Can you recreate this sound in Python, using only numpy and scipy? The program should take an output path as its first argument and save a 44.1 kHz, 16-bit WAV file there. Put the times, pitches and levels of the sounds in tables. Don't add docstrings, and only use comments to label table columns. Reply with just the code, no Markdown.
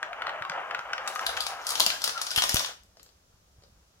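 import sys
import numpy as np
from scipy import signal
from scipy.fft import rfft, irfft, next_fast_len
from scipy.io import wavfile
from scipy.ndimage import map_coordinates

SR = 44100
rng = np.random.default_rng(int(sys.argv[2]) if len(sys.argv) > 2 else 0)


def inscribe(sig):
    pcm = np.round(np.clip(np.atleast_2d(sig).T, -1, 1) * 32767)
    wavfile.write(sys.argv[1], SR, pcm.astype(np.int16))


N = 176400
T = np.arange(SR // 8) / SR


def amp(db):
    return 10 ** (np.asarray(db) / 20)


def unit(x):
    return x / np.sqrt(np.mean(x ** 2) + 1e-20)


def along(points, hz):
    f, v = np.transpose(points)
    return np.interp(np.log(hz + 1), np.log(f + 1), v)


def level(rows):
    return amp(np.interp(np.arange(N) / SR, *np.transpose(rows)))


def wobble(per_s):
    knots = rng.standard_normal(int(N * per_s / SR) + 4)
    return map_coordinates(knots, [np.arange(N) * per_s / SR])


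def hump(hz, centre_hz, half_width_hz):
    return 1 / (1 + ((hz - centre_hz) / half_width_hz) ** 2)


def filtered(x, response):
    n = x.shape[-1]
    m = next_fast_len(n + 4096)
    return irfft(rfft(x, m) * response(np.fft.rfftfreq(m, 1 / SR)), m)[..., :n]


def coloured(x, colour):
    def response(hz):
        gain_db = colour(hz) if callable(colour) else along(colour, hz)
        cepstrum = irfft(np.log(amp(gain_db)))
        cepstrum[1:len(cepstrum) // 2] *= 2
        cepstrum[len(cepstrum) // 2 + 1:] = 0
        return np.exp(rfft(cepstrum))
    return filtered(x, response)


def decay(t60):
    return amp(-60 * T / t60)


def rise(tau_s):
    return 1 - np.exp(-T / tau_s)


def burst(t60):
    return rng.standard_normal(len(T)) * decay(t60)


def blow(x):
    return x / np.sqrt(np.sum(x ** 2) / (SR / 1000))


def add(track, s, x):
    i = round(s * SR)
    track[..., i:i + x.shape[-1]] += x[..., :N - i]


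def bumps(per_s, spread_db):
    impulses = (rng.random(N) < per_s / SR) * rng.choice([-1, 1], N)
    return impulses * amp(spread_db * np.clip(rng.standard_normal(N), -2, 2))


def contacts(rows, colour, t60):
    out = np.zeros(N)
    for s, db in rows:
        add(out, s, amp(db - 9) * blow(coloured(burst(t60), colour)))
    return out


def diffuse(pair):
    # f/Hz, correlation
    coherence = [(100, 0.96), (400, 0.74), (1000, -0.56), (2000, -0.31), (5000, -0.15)]
    angle = lambda hz: np.arccos(np.clip(along(coherence, hz), -1, 1)) / 2
    mid, side = filtered(pair, lambda hz: np.array([np.cos(angle(hz)), np.sin(angle(hz))]))
    return np.array([mid + side, mid - side])


def direct(x, left_excess, lead_s):
    sides = np.array([[.5], [-.5]])
    shift = lambda hz: np.exp(2j * np.pi * hz * lead_s * sides)
    return filtered(x, lambda hz: shift(hz) * amp(along(left_excess, hz) * sides))


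def air():
    # f/Hz, level/dB
    hiss_colour = [(25, -8), (150, -10), (220, -18), (400, -20), (560, -18), (800, -22), (1300, -25),
                   (2000, -30), (3200, -28), (4200, -28), (5400, -25), (6900, -27), (8600, -34),
                   (10300, -33), (16000, -38)]
    rumble_colour = [(20, -11.5), (55, 3), (95, -2.5), (130, -14), (170, -7), (260, -19.5), (1000, -83)]
    # t/s, level/dB
    rumble_level = [(0, -73), (1.1, -70), (1.35, -64), (1.9, -67.5), (2.9, -71), (3.2, -65), (3.6, -64.5),
                    (4, -62.5)]
    field = lambda response: unit(diffuse(filtered(rng.standard_normal((2, N)), response)))
    hiss = field(lambda hz: amp(along(hiss_colour, hz)) * hz ** 2 / (hz ** 2 + 200 ** 2))
    rumble = field(lambda hz: amp(along(rumble_colour, hz)))
    return amp(-66.5) * hiss + level(rumble_level) * rumble * amp(3 * wobble(6.14))


def room(x):
    # f/Hz, t60/s
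    reverb_time = [(150, .4), (800, 0.29), (2000, .34), (5500, 0.3), (15000, .26)]
    out, block = np.zeros((2, N)), SR // 5
    for i in range(0, N, block):
        hz, t, noise = signal.stft(rng.standard_normal((2, SR // 2)), SR, nperseg=256)
        envelope = amp(-60 * t / along(reverb_time, hz)[:, None]) * (1 - np.exp(-t / .00071))
        tail = signal.istft(noise * envelope, SR, nperseg=256)[1]
        tail = diffuse(tail / np.linalg.norm(tail[0]))
        add(out, i / SR, signal.fftconvolve(x[None, i:i + block], tail, axes=1))
    return out * amp([[1], [-1]])


def taps():
    # t/s, relative level/dB
    hits = [(2.97, -36.5), (2.996, -35), (3.062, -40.5), (3.09, -43), (3.622, -45), (3.636, -39)]
    # f/Hz, level/dB
    colour = [(150, -26), (500, -2), (1500, -11.5), (2500, -14.5), (5000, -4.5), (9000, -25), (16000, -41)]
    return contacts(hits, colour, t60=.025)


def thuds():
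    # t/s, level/dB, f/Hz
    swings = [(0.408, -36, 117), (0.499, -33.5, 165), (0.787, -43, 147), (1.805, -33, 222),
              (1.865, -33.5, 203), (1.896, -39, 80.5), (2.375, -30.5, 90.3), (2.5426, -22, 100.7),
              (3.34, -41, 70), (3.584, -37, 90), (3.721, -41, 95.5)]
    # t/s, level/dB
    shoves = [(2.377, -26), (2.5435, -14.5)]
    out, push_s = np.zeros(N), .003
    for s, db, hz in swings:
        add(out, s, amp(db) * np.sin(2 * np.pi * hz * T) * decay(.039) * rise(.0055))
    for s, db in shoves:
        add(out, s, amp(db) * (1 - T / push_s) * np.exp(-T / push_s) * rise(.0002))
    return out


def bends():
    # t/s, length/s, start f/Hz, end f/Hz, level/dB
    glides = [(0.067, 0.1, 700, 741.5, -41), (0.262, 0.18, 670, 605, -42.5), (0.381, 0.14, 1200, 1045, -42),
              (0.488, 0.1, 600, 502, -44.5), (0.611, .08, 1120, 1066, -41), (0.715, .16, 1450, 1300, -45),
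              (1.02, 0.12, 790, 743, -47), (1.111, .15, 1150, 1390, -38.5), (1.232, 0.11, 640, 730, -45),
              (1.368, .14, 1330, 1139, -42), (1.454, .18, 830, 661.5, -44),
              (1.598, 0.19, 1380, 1284, -46.5), (1.897, 0.1, 1530, 1720, -41),
              (2.12, 0.11, 1470, 1234, -37.5)]
    out = np.zeros(N)
    for s, length, start_hz, end_hz, db in glides:
        n = int(length * SR)
        noise = rng.standard_normal((2, SR // 2))
        grind = filtered(noise, lambda f: hump(f, 0, half_width_hz=70) ** 2)[:, :n]
        phase = 2 * np.pi * np.cumsum(np.linspace(start_hz, end_hz, n)) / SR
        narrow_band = unit(grind[0] * np.cos(phase) + grind[1] * np.sin(phase))
        add(out, s, amp(db) * narrow_band * np.hanning(n))
    return out


def chatter():
    # t/s, level/dB
    envelope = [(0, -77.5), (1.0, -67.5), (1.1, -56), (1.22, -53), (1.3, -57), (1.48, -50), (1.56, -63),
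                (1.66, -48), (1.71, -41.5), (1.88, -41), (1.98, -51), (2.08, -45), (2.16, -54), (2.33, -47),
                (2.4, -39.5), (2.6, -38.5), (2.69, -52), (2.76, -85.5)]
    # f/Hz, level/dB
    colour = [(200, -17), (600, -4.5), (1000, -1.5), (1400, -3.5), (2200, -7), (3300, 0), (5000, -2),
              (6500, -1.5), (8200, -10.5), (10300, -9.5), (11200, -16.5), (13500, -10.5), (16000, -20)]
    power = signal.fftconvolve(bumps(per_s=420, spread_db=2.5) ** 2, decay(.007) ** 2)[:N]
    ticks = np.sqrt(np.abs(power)) * rng.standard_normal(N)
    return level(envelope) * unit(coloured(ticks, colour))


def clicks():
    # t/s, relative level/dB
    hits = [(1.153, -24), (1.212, -28.5), (1.265, -29.5), (1.7988, -6.5), (1.8637, -11.5), (2.0407, -18.5),
            (2.3612, -14.5), (2.3755, -10.5), (2.49, -21), (2.5436, -4.5), (2.835, -42.5), (3.0305, -33.5)]
    # f/Hz, level/dB
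    colour = [(300, -18), (1000, -8.5), (2000, -11.5), (6500, 2), (11000, -2), (16000, -4.5)]
    return contacts(hits, colour, t60=.0092)


def rolling():
    # t/s, relative level/dB
    envelope = [(0.0, -42), (0.15, -43.5), (0.37, -37.5), (0.76, -41.5), (1.23, -38.5), (1.45, -40.5),
                (1.94, -46), (2.19, -50.5), (2.53, -57), (2.58, -49.5), (2.72, -52), (2.8, -77)]
    # f/Hz, level/dB
    colour = [(59, -65.5), (100, -25), (250, -26.5), (458, -12), (484, -7.5), (724, -0.5), (903, -2),
              (1380, -2), (2570, -12.5), (2970, -11), (4210, -37.5), (5540, -37.5), (8000, -43),
              (10400, -83.5), (17600, -120)]
    # f/Hz, width/Hz, level/dB
    plate_modes = [(646.8, 18, -5.5), (778, 45, -3.5), (994, 110, -5), (1282, 260, -2.5), (1579, 71, -3)]

    def plate(f):
        return sum(amp(db) * (1j * f * width / (hz * hz - f * f + 1j * f * width)) ** 2
                   for hz, width, db in plate_modes)

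    drive = bumps(per_s=2400, spread_db=3.5) * amp(2.9 * wobble(21.87))
    body = unit(coloured(drive, colour))
    ring = unit(filtered(bumps(per_s=2400, spread_db=2), plate))
    return level(envelope) * (amp(.5) * body + amp(-6.5) * ring)


def knocks():
    # t/s, level/dB, f/Hz, relative tick level/dB
    seams = [(0.029, -19.5, 1540, -17.5), (0.1308, -25.5, 1380, -31), (0.2204, -20, 1310, -28),
             (0.2684, -20, 1155, -24), (0.2939, -23.5, 1180, -27), (0.4223, -21.5, 1310, -37),
             (0.4502, -24.5, 1090, -26), (0.4973, -20, 1540, -11), (0.5186, -27, 1430, -22),
             (0.7097, -21, 1250, -39), (0.7474, -19.5, 1430, -18.5), (0.7915, -24, 1350, -14.5),
             (0.9326, -18, 1460, -11.5), (0.9801, -19.5, 1280, -18.5), (1.0756, -23.5, 1180, -1),
             (1.159, -22, 1200, -14), (1.1933, -21, 1280, -10.5), (1.3725, -20.5, 1428, -12.5)]
    # f/Hz, level/dB
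    shell_colour = [(200, -28.5), (700, -10), (1500, 2.5), (3000, -2.5), (4200, -11), (9000, -37)]
    tick_colour = [(1000, -59.5), (3300, -1), (5500, 15), (8000, 1.5), (16000, -26)]
    out, chirp_depth, chirp_s = np.zeros(N), 2.4, .00026
    for s, db, hz, tick_db in seams:
        phase = 2 * np.pi * hz * (T + chirp_depth * chirp_s * rise(chirp_s))
        ring = blow(np.sin(phase) * decay(.014) * rise(.0006))
        shell = blow(coloured(burst(.023), shell_colour))
        tick = blow(coloured(burst(.012), tick_colour))
        add(out, s, amp(db) * (amp(-3) * ring + amp(-4) * shell + amp(tick_db) * tick))
    return out


def tile_ring(hz):
    # frequency ratio, level/dB
    tile_modes = [(.63, -6), (.67, -11.5), (.79, -8.5), (.91, -8), (1, 10.5), (1.08, -8), (1.17, -2.5),
                  (1.33, -15.5), (2.1, -10)]
    ring = np.zeros(len(T))
    for ratio, db in tile_modes:
        gain = amp(db + rng.normal(0, 3))
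        mode_hz = hz * ratio * (1 + rng.normal(0, .02))
        ring += gain * np.sin(2 * np.pi * mode_hz * T)
    return blow(ring * decay(.025))


def clacks():
    # t/s, relative level/dB, crack t60/s, ring f/Hz, hollow body f/Hz,
    # then relative level/dB of the low, middle and top bands
    hits = [(1.0793, -21.5, 0.017, 6500, 1200, -17.5, -8, -9),
            (1.2648, -11.5, 0.02, 4690, 1510, -16.5, -8.5, -13),
            (1.2919, -18.5, 0.024, 3870, 1550, -3.5, -12.5, -19.5),
            (1.368, -21, 0.01, 3200, 1410, -12, -13, -26.5),
            (1.374, -20.5, .014, 5600, 1750, -3.5, -10.5, -16),
            (1.405, -13.5, 0.036, 4730, 1400, -24.5, -15, -18),
            (1.466, -15.5, .02, 4800, 1170, -20, -19, -21.5),
            (1.668, -15, 0.018, 5120, 1510, -19.5, -20, -9.5),
            (1.6909, -16, 0.027, 4930, 1550, -20.5, -28, -14.5),
            (1.7046, -14, 0.037, 5170, 1300, -19, -21, -10),
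            (1.7184, -20, 0.028, 5500, 1130, -4.5, -18.5, -15.5),
            (1.7546, -15.5, 0.021, 5430, 1550, -16.5, -8.5, -16),
            (1.799, -13.5, 0.009, 4900, 940, -12.5, -12, -24.5),
            (1.8035, -3.5, .008, 4470, 1040, -19.5, -13.5, -18.5),
            (1.8637, -7, 0.0086, 5150, 930, -11.5, -13.5, -14.5),
            (1.9028, -13.5, .007, 3550, 1300, -15, -12.5, -27),
            (2.0184, -19.5, 0.021, 5610, 1460, -18, -17, -17.5),
            (2.0406, -10, 0.016, 5180, 1340, -17, -19, -12.5),
            (2.045, -16, 0.017, 4900, 1250, -28, -20, -28.5),
            (2.0764, -14, 0.013, 5340, 720, -11.5, -17, -14.5),
            (2.0934, -17, .02, 5600, 1390, -19.5, -22.5, -32),
            (2.1771, -21, 0.038, 4820, 1300, -11, -10.5, -21),
            (2.2146, -14, 0.034, 5040, 1320, -19, -24, -18),
            (2.267, -18.5, 0.048, 4830, 1500, -24, -19, -23.5),
            (2.3062, -19, 0.03, 5270, 1500, -30.5, -23.5, -23.5),
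            (2.3133, -17.5, 0.027, 4960, 1500, -20.5, -16, -19.5),
            (2.3612, -10.5, 0.017, 3230, 1480, -18.5, -2.5, -5.5),
            (2.3772, -10.5, 0.018, 4300, 910, -18.5, -6.5, -17),
            (2.3839, -8.5, 0.028, 3270, 1480, -13.5, -6.5, -17),
            (2.4212, -9, .025, 6100, 1460, -16.5, -13, -19),
            (2.4375, -10, 0.022, 5450, 900, -10.5, -15.5, -13.5),
            (2.4933, -11, 0.015, 5070, 1540, -22.5, -19, -16),
            (2.52, -24, 0.0091, 5200, 1000, -24, -27.5, -18.5),
            (2.5581, -15.5, .014, 5660, 1330, -8.5, -16, -15.5),
            (2.5674, -10.5, 0.02, 5600, 1320, -11.5, -7, -15),
            (2.595, -14.5, 0.0062, 5600, 1310, -24, -29.5, -24),
            (2.6054, -19.5, 0.0057, 5130, 945, -7, -15.5, -17),
            (2.646, -17, .022, 5580, 910, -13.5, -6, -23), (2.6604, -23, 0.0091, 6440, 1400, -14, -21, -23)]
    # f/Hz, level/dB
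    colour = [(100, -19), (220, -10.5), (350, -14), (600, 2.5), (1400, 4.5), (2200, -3.5), (3300, -2),
              (5200, 1), (6600, -4.5), (8000, -6), (10500, -1), (13000, -14), (16000, -10.5)]
    out = np.zeros(N)
    for s, db, t60, ring_hz, body_hz, low_db, mid_db, top_db in hits:
        def piece_db(f):
            resonances = 2 * hump(f, ring_hz, 688) + 8 * hump(f, body_hz, 130)
            low = (low_db + 8) / (1 + (f / 2200) ** 4)
            middle = (mid_db + 19) * hump(f, 3120, 810)
            top = (top_db + 13) / (1 + (8000 / (f + 1)) ** 6)
            return resonances + low + middle + top

        crack = blow(burst(t60) * rise(.00035))
        rattle = amp(-10) * blow(burst(.057))
        strike = blow(coloured(crack + rattle, colour))
        ring = amp(-13) * tile_ring(ring_hz)
        add(out, s, amp(db - 4) * blow(coloured(strike + ring, piece_db)))
    return out


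def scene():
    # f/Hz, level/dB
    near_left = [(100, 1.5), (600, 1.5), (1400, 2.5), (3000, 2.5), (10000, 7)]
    far_left = [(100, -5), (1000, 3), (3500, 9), (6000, 4), (9000, 8.5), (15000, 0)]
    roll, knock, clack, jiggle = rolling(), knocks(), clacks(), chatter()
    sing, thud, click, tap = bends(), thuds(), clicks(), taps()
    near = direct(roll + sing + knock + tap + thud, near_left, lead_s=.00009)
    far = direct(clack + jiggle + click, far_left, lead_s=.00016)
    to_room = (amp(-8) * (roll + sing) + amp(-7.5) * knock + amp(-1.5) * clack
               + amp(4) * jiggle + amp(-1) * (click + tap) + amp(-22) * thud)
    return near + far + room(to_room) + air()


def record(dry):
    ceiling, top_hz = .85, 15900
    limited = dry / (1 + np.abs(dry / ceiling) ** 6) ** (1 / 6)
    return filtered(limited, lambda hz: hz < top_hz)


dry = scene()
out = record(dry)
inscribe(out)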